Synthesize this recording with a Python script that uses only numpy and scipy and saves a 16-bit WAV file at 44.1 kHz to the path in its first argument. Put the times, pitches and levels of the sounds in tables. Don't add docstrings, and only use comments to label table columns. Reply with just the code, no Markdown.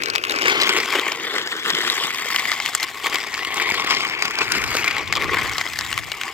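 import sys
import numpy as np
from scipy import signal
from scipy.fft import rfft, irfft, next_fast_len
from scipy.io import wavfile
from scipy.ndimage import uniform_filter1d, map_coordinates

SR = 44100
rng = np.random.default_rng(int(sys.argv[2]) if len(sys.argv) > 2 else 0)


def put_to_file(sound):
    columns = np.atleast_2d(sound).T
    safe = np.clip(columns, -1, 1)
    whole_steps = np.round(safe * 32767)
    wavfile.write(sys.argv[1], SR, whole_steps.astype(np.int16))


def voltage_ratio(level):
    return 10 ** (np.asarray(level, float) / 20)


N = 279153

# [t/s, level/dB]
WIND_LEVEL = [(0.0, -57.5), (0.42, -63), (1.37, -70), (2.06, -64.5), (3.14, -64), (3.77, -57), (4.34, -62),
              (4.64, -44.5), (4.87, -53), (5.38, -44.5), (5.68, -55.5), (5.94, -49), (6.33, -64)]
# [f/Hz, density/dB]
WIND_SPECTRUM = [(12, -46), (20, -13.5), (86, 0.5), (157, -3), (199, -10), (260, -7), (340, -8),
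                 (570, -120)]
# [f/Hz, correlation/0-1]
PORT_LIKENESS = [(250, .93), (700, .99), (1500, .92), (3000, .8), (6000, .66), (14000, .52)]
# [f/Hz, level/dB]
LEFT_OVER_RIGHT = [(60, -1.5), (110, -2.0), (200, -1.0), (380, 0.0), (700, 2.0), (1290, 3.5), (2380, 5.0),
                   (4400, 4.0), (8120, 2.0), (15000, 6.0)]
# [t/s, lag/ms]
LEFT_LAG = [(0, .34), (.4, .3), (.9, 0), (1.5, -.14), (2.8, -.02), (4.2, .14), (5.3, -.01), (6.33, -.02)]
# [t/s, distance/m]
DISTANCE = [(0, 1.12), (.5, 1.64), (1.5, 1.81), (1.9, 2.4), (2.4, 8.4), (3.0, 3.1), (3.6, 3.6), (4.2, 2.9),
            (4.8, 3.5), (5.3, 1.67), (5.7, 6.3), (6.33, 3.5)]
# [t/s, share/0-1]
END_FACING = [(0, 0.1), (.4, 0.15), (1.1, 0.59), (1.5, 0), (2.2, 0.48), (2.6, 0.93), (3.2, 0.56),
              (3.6, 0.84), (4.15, 0.5), (4.45, 0), (4.85, 0), (5.1, 0.8), (5.5, 0.45), (5.8, 0.48),
              (6.33, 0.77)]
# [t/s, lower wall ring f/Hz, upper ring level/dB, contact patch in view/0-1, tail towards us/0-1]
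ATTITUDE = [(0, 2380, -21, 0.1, 0), (.26, 2480, -22, 0.3, .2), (.58, 2134, 3.5, 1, 0.13),
            (.81, 2160, -3, 0.7, 0.7), (1.04, 2244, -5.5, 0.04, 1), (1.32, 1863, 0, 0.93, 0.28),
            (1.6, 1854, -0.5, 0.6, 0.64), (2.0, 2080, 2, 1, 0.78), (2.3, 2050, -6.5, .8, 0.85),
            (2.64, 2064, -4, 0.45, 1), (3.15, 2067, -6.5, 0.73, 0.7), (3.6, 2150, -6.5, 0.12, 0.65),
            (3.95, 2200, -2, 0.8, 0), (4.3, 2275, -14, 0.55, 0), (4.75, 2277, -14, 0.85, 0.7),
            (5.1, 2154, -8.5, 0.04, 0.26), (5.8, 2030, -9, 0.61, 0.9), (6.33, 2207, -7, 0.45, 0.77)]
# [t/s, level/dB]
LOAD = [(0, -29.5), (.22, -34.5), (.45, -20.5), (.7, -21), (.88, -28), (1.2, -29), (1.6, -32.5),
        (1.75, -25), (2.2, -28), (2.45, -25), (3.0, -32.5), (3.5, -26.5), (3.7, -22.5), (4.3, -26.5),
        (4.8, -24), (5.05, -29.5), (5.3, -22.5), (6.33, -36.5)]
# [t middle/s, length/s, level over load/dB, extra loose grit/dB]
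SURGES = [(0.098, 0.059, 6.5, 1), (0.163, 0.036, 5, 5), (0.297, 0.062, 5.5, 1), (0.487, 0.074, 3, 1),
          (0.608, 0.064, -4, 2), (.77, 0.052, 5, -0.5), (0.958, 0.099, 11, -1.5), (1.082, 0.047, 5.5, 4),
          (1.356, 0.11, 7.5, 0.5), (1.532, 0.063, 4, 0), (1.677, 0.065, 5.5, 3), (1.94, 0.3, 3, -1),
          (2.353, 0.13, 3.5, -1.5), (2.678, 0.066, 3.5, 4), (2.83, 0.033, 6.5, 3), (3.063, 0.048, 13, -4.5),
          (3.155, 0.073, 10.5, 0.5), (3.598, 0.11, 5.5, 0.5), (3.919, 0.084, 3, 4.5), (4.26, 0.091, 2, 3),
          (4.409, 0.063, 7, 2), (4.555, 0.13, 4.5, 0), (4.774, 0.064, 2.5, 3), (4.88, 0.097, 5.5, -4),
          (4.988, 0.047, 9, 0), (5.171, 0.037, 6, -3), (5.377, 0.085, 3.5, 0), (5.58, 0.026, 1.5, 4),
          (5.946, 0.12, 3, 0), (6.26, 0.24, 6, 0.5)]
# [f/Hz, width/Hz]
WALL_RINGS = [
    (2100, 660),
    (3400, 950),
]
# [f/Hz, width/Hz, depth/0-1]
WALL_DIPS = [(547, 133, 0.45), (1640, 59, 0.7), (2450, 160, 0.14), (5450, 370, 0.18), (9180, 590, 0.44)]
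# [f/Hz, width/Hz, level/dB]
BORE_END_MODES = [(785, 137, -13), (1094, 66, -2.5), (1240, 390, -17.5)]
# [f/Hz, width/Hz, level/dB]
BORE_SIDE_MODES = [(840, 1110, -9), (1070, 174, -3), (1623, 400, -4.5)]
# [f/Hz, width/Hz, level/dB]
DRUM_MODES = [(334, 240, -1.5), (479, 470, 0.5)]
# [f/Hz, density/dB]
GRIT_SPECTRUM = [(2060, -1), (3500, -3.5), (5130, 1.5), (5920, -6.5), (7480, -7.5), (8240, -12),
                 (9260, -22), (14200, -18.5), (16000, -29), (17000, -30)]
# [t/s, peak level/dB]
KNOCKS = [(.0216, -9), (.1366, -14), (.251, -7), (.4819, -2), (.728, -7), (.7654, -4), (.9244, -15),
          (.9373, -10), (1.3546, -11), (1.6602, -6.5), (1.9796, -10), (2.3954, -7), (3.068, -3.5),
          (3.1314, -11), (3.1467, -7), (3.5994, -8), (3.6904, -8.5), (3.7125, -12), (4.2807, -13),
          (4.431, -24), (4.8547, -20), (4.8793, -3.5), (4.9292, -14), (5.2225, -7), (5.3444, -7),
          (5.4956, -11), (5.5277, -17), (5.9776, -7), (5.989, -10.5), (6.2136, -9.5)]
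# [t/s, peak level/dB]
SNAPS = [(.1528, -11), (.1588, -8), (.3208, -12.5), (.3613, -14), (.3876, -15), (.6337, -10.5),
         (.6928, -2.5), (.802, -11), (.9042, -12.5), (1.1201, -11.5), (1.3832, -11.5), (1.474, -15.5),
         (2.1467, -15), (2.5174, -8.5), (2.6012, -9), (2.7998, -17), (2.8381, -14.5), (3.7462, -14),
         (4.2236, -6.5), (4.2541, -10), (4.388, -8.5), (4.568, -27), (4.77, -8), (4.8437, -10), (5.126, -8),
         (5.1701, -15), (5.613, -10), (5.7346, -16.5), (6.2003, -32), (6.235, -15)]
# [t/s, peak level/dB, ring f/Hz, sizzle level/dB]
CRACKS = [(.0357, -14, 6860, 2), (.0586, -19, 5000, 8), (.1007, -11.5, 4640, -3), (.1818, -4.5, 2620, -28),
          (.2387, -8, 2750, -7), (.3098, -5, 2800, -28), (.4207, -8, 2760, -5), (.6045, -21, 4070, -20),
          (.6178, -2.5, 3970, -24), (.6696, -5, 3100, -25), (.996, -5, 3630, -31), (1.7028, -7, 3780, -1),
          (1.75, -5.5, 3250, -8), (1.9, -4, 3720, -29), (2.3615, 0, 2860, -18), (2.661, -7, 2660, -3.5),
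          (2.7501, 0, 7550, -9), (2.8303, -9.5, 4360, -12), (3.1569, -9, 3000, -4),
          (3.3419, -11.5, 4300, -1), (3.4497, -7.5, 2800, -22), (3.543, -14.5, 8100, -2),
          (3.9081, -9.5, 3140, 2), (4.5203, -2, 5300, -10), (5.154, -14, 4200, 1), (5.5826, -15, 4530, 4),
          (5.7894, -7.5, 5000, -6), (5.8101, -10, 3700, -8), (5.928, -6, 2820, -19),
          (6.1183, -8.5, 2820, -8.5)]


def unit(x):
    return x / np.sqrt(np.mean(x ** 2) + 1e-20)


def along(points, hz):
    f, v = np.transpose(points)
    return np.interp(np.log(hz + 1), np.log(f + 1), v)


def curves(rows):
    s, *cols = np.transpose(rows)
    return [np.interp(np.arange(N) / SR, s, c) for c in cols]


def wobble(knots_per_s):
    knots = rng.standard_normal(int(N * 200 / SR) + 4)
    return map_coordinates(knots, [np.arange(N) * min(knots_per_s, 200) / SR])


def filtered(x, response):
    n = x.shape[-1]
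    m = next_fast_len(n + 4096)
    return irfft(rfft(x, m) * response(np.fft.rfftfreq(m, 1 / SR)), m)[..., :n]


def low_cut(f, corner_hz, order):
    return 1 / (1 + (corner_hz / (f + 1)) ** order)


def ringing(modes):
    def response(f):
        total = 0
        for k, (c, w, db) in enumerate(modes):
            total = total + (-1) ** k * voltage_ratio(db) * 1j * f * w / (c * c - f * f + 1j * f * w)
        return total
    return response


def gliding(x, hz, width_hz, moved_hz):
    band = filtered(x, lambda f: ringing([(hz, width_hz, 0)])(f) ** 2)
    slide = np.exp(2j * np.pi * np.cumsum(moved_hz - hz) / SR)
    return unit(np.real(signal.hilbert(band, next_fast_len(N))[:, :N] * slide))


def pair_noise():
    def split(hz):
        turn = np.arccos(np.clip(along(PORT_LIKENESS, hz), 0, 1)) / 2
        return np.array([np.cos(turn), np.sin(turn)])
    mid, side = filtered(rng.standard_normal((2, N)), split)
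    return unit(np.array([mid + side, mid - side]))


def wind():
    lumps = voltage_ratio(1.2 * np.array([wobble(7.8), wobble(9)]))
    rush = filtered(rng.standard_normal((2, N)), lambda f: voltage_ratio(along(WIND_SPECTRUM, f)))
    return voltage_ratio(curves(WIND_LEVEL)[0] + 10.5) * unit(lumps * rush)


def pressure():
    rise_share, flank_steepness = 0.94, 1.47
    s, length, db, loose_db = np.transpose(SURGES)[:, :, None]
    coarse = np.arange(0, N, 44) / SR
    flank = length * np.where(coarse < s, rise_share, 2 - rise_share)
    bumps = np.exp(-abs(2 * (coarse - s) / flank) ** flank_steepness)
    t = np.arange(N) / SR
    surge_db, grit_db = (np.interp(t, coarse, (v * bumps).sum(axis=0)) for v in (db, loose_db))
    return curves(LOAD)[0], surge_db, grit_db


def all_stones(chip_count=70):
    knock_sizzle_db, snap_sizzle_db = -21, -1.5
    chip_db, chip_spread_db, chip_sizzle_db = 11, 2, -12
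    wall_hz, pressed_db = curves(ATTITUDE)[0], sum(pressure()[:2])
    when, size, tone, dryness = rng.random((chip_count, 4)).T
    at = ((.005 + .99 * when) * N).astype(int)
    peak_db = pressed_db[at] + chip_db - chip_spread_db * np.log(size + .1)
    ring_hz = wall_hz[at] * (0.875 + tone ** 4)
    chips = zip(at / SR, peak_db, ring_hz, chip_sizzle_db + 14 * (dryness - .5))
    on_wall = []
    for rows, sizzle_db in ((KNOCKS, knock_sizzle_db), (SNAPS, snap_sizzle_db)):
        on_wall += [(s, db, wall_hz[round(s * SR)], sizzle_db) for s, db in rows]
    return [*CRACKS, *on_wall, *chips]


def stones():
    shaded_db = -4
    out, lead = np.zeros((2, N + SR)), 132
    t = (np.arange(700) - lead) / SR
    noise = pair_noise()
    hiss = filtered(pair_noise(), lambda f: voltage_ratio(along(GRIT_SPECTRUM, f)))
    hiss = filtered(hiss, lambda f: voltage_ratio(shaded_db * low_cut(f, 7500, 8)))
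    for (s, db, hz, sizzle_db), (spot, long) in zip(all_stones(), rng.random((200, 2))):
        at, start = round(s * SR) - lead, int(spot * (N - len(t)))
        life_s = 0.0008 + 0.0014 * long
        rise = np.exp(np.minimum(t / (.45 * life_s), 0))
        crush = rise * (np.exp(-abs(t) / life_s) + .13 * np.exp(-abs(t) / .008))
        push = crush * noise[:, start:start + len(t)] + 7 * (t == 0)
        ring = filtered(push, ringing([(hz, 0.11 * hz, 0), (1100, 150, -9), (2150, 700, -12)]))
        fizz = crush * hiss[:, start:start + len(t)]
        crack = ring / abs(ring).max() + voltage_ratio(sizzle_db + 4.0) * fizz / abs(fizz).max()
        out[:, at:at + len(t)] += voltage_ratio(db + 0.5) * crack
    return filtered(out[:, :N], lambda f: low_cut(f, 550, 4))


def scratches(share, spread_db, life_s):
    when, luck, chance = rng.random((6000, 3)).T
    sizes = voltage_ratio(-spread_db * np.log(luck + .008)) * (chance < share)
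    catches = np.bincount((when * N).astype(int), sizes ** 2, N)
    swell = lambda f: 1 / (1 + 2j * np.pi * f * life_s) / (1 - 2j * np.pi * f * .5 * life_s)
    return unit(np.sqrt(abs(filtered(catches, swell))))


def patchy(x, depth_db):
    z = signal.stft(x, nperseg=512)[2]
    field = uniform_filter1d(rng.standard_normal(z.shape[1:]), size=4, axis=0)
    field = uniform_filter1d(field, size=5, axis=1)
    return unit(signal.istft(z * voltage_ratio(depth_db * unit(field)), nperseg=512)[1][:, :N])


def wall_ring(force, wall_db, lower_hz, upper_db):
    (low_hz, low_width_hz), (high_hz, high_width_hz) = WALL_RINGS
    lower = gliding(force, low_hz, low_width_hz, lower_hz)
    upper_hz = 3204 - .8 * (lower_hz - low_hz) + 60 * wobble(3)
    upper = gliding(force, high_hz, high_width_hz, upper_hz)
    sing_db = -12.5 - (wall_db + 43)
    return lower + voltage_ratio(upper_db) * upper + voltage_ratio(sing_db) * gliding(force, low_hz, 165, lower_hz)


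def bore_air(force):
    window = lambda f: low_cut(f, 560, 6) / (1 + (f / 1850) ** 6)
    end = unit(filtered(force, lambda f: ringing(BORE_END_MODES)(f) * window(f)))
    side = unit(filtered(force, lambda f: ringing(BORE_SIDE_MODES)(f) * window(f)))
    facing = np.clip(curves(END_FACING)[0], 0, 1)
    return facing * end + (1 - facing) * side


def grit_hiss(grip, catch, tail):
    fine = scratches(share=.3, spread_db=4, life_s=.0006)
    scrape = patchy(grip * (fine + .5 * catch + 0.37) * pair_noise(), depth_db=3.5)
    grit = unit(filtered(scrape, lambda f: voltage_ratio(along(GRIT_SPECTRUM, f))))
    sheen = filtered(grit, lambda f: low_cut(f, 7000, 8))
    sheen_db = -2 + 13.5 * tail
    return grit + (voltage_ratio(sheen_db) - 1) * sheen


def sliding():
    load_db, surge_db, loose_db = pressure()
    lower_hz, upper_db, view, tail = curves(ATTITUDE)
    far = np.log10(abs(curves(DISTANCE)[0]) + 0.2)
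    wall_db = load_db + surge_db
    drum_db = load_db + 1.096 * surge_db - 0.5 - 25 * far
    bore_db = load_db + 1.15 * surge_db - 3 - 7.5 * far
    grit_db = load_db + 0.96 * surge_db - 13.5 + 8 * view + loose_db

    grip = voltage_ratio(0.5 * wobble(30) + 1.0 * wobble(80))
    catch = scratches(share=.5, spread_db=3.6, life_s=.0009)
    force = patchy(grip * (catch + 1.0) * pair_noise(), depth_db=2.5)

    wall = wall_ring(force, wall_db, lower_hz, upper_db)
    bore = bore_air(force)
    drum = unit(filtered(force, lambda f: ringing(DRUM_MODES)(f) / (1 + (f / 600) ** 4)))
    grit = grit_hiss(grip, catch, tail)
    body = voltage_ratio(wall_db - 4.0) * wall + voltage_ratio(bore_db + 0.5) * bore + voltage_ratio(drum_db) * drum
    return body + voltage_ratio(grit_db + 1.0) * grit


def hollowed(f):
    dips = [1 - np.clip(depth, 0, .9) * ringing([(hz, width, 0)])(f) for hz, width, depth in WALL_DIPS]
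    return np.prod(dips, axis=0)


def scene():
    pan_db_per_ms = 6
    trike = filtered(sliding() + stones(), lambda f: hollowed(f) * low_cut(f, 130, 4))
    late_ms = curves(LEFT_LAG)[0]
    half_lag = late_ms * SR / 2000
    heard = []
    for port, side in zip(trike, (1, -1)):
        delayed = map_coordinates(port, [np.arange(N) - side * half_lag], mode="nearest")
        heard.append(voltage_ratio(side * pan_db_per_ms * late_ms / 2) * delayed)
    return np.array(heard) + wind()


def low_pass(x):
    return signal.sosfilt(signal.butter(12, 16670, fs=SR, output="sos"), x)


def record(dry):
    top_hz = 15950
    ports = filtered(dry, lambda hz: voltage_ratio(np.outer([.58, -.58], along(LEFT_OVER_RIGHT, hz))))
    hiss = voltage_ratio(-55) * filtered(rng.standard_normal((2, N)), lambda hz: hz / 12000)
    rounded = ports / (1 + abs(ports / .98) ** 5) ** .2 + hiss
    limited = filtered(rounded, lambda hz: .02 * (hz < 16700) + .98 / (1 + (hz / top_hz) ** 200))
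    return low_pass(limited)


dry = scene()
out = record(dry)
put_to_file(out)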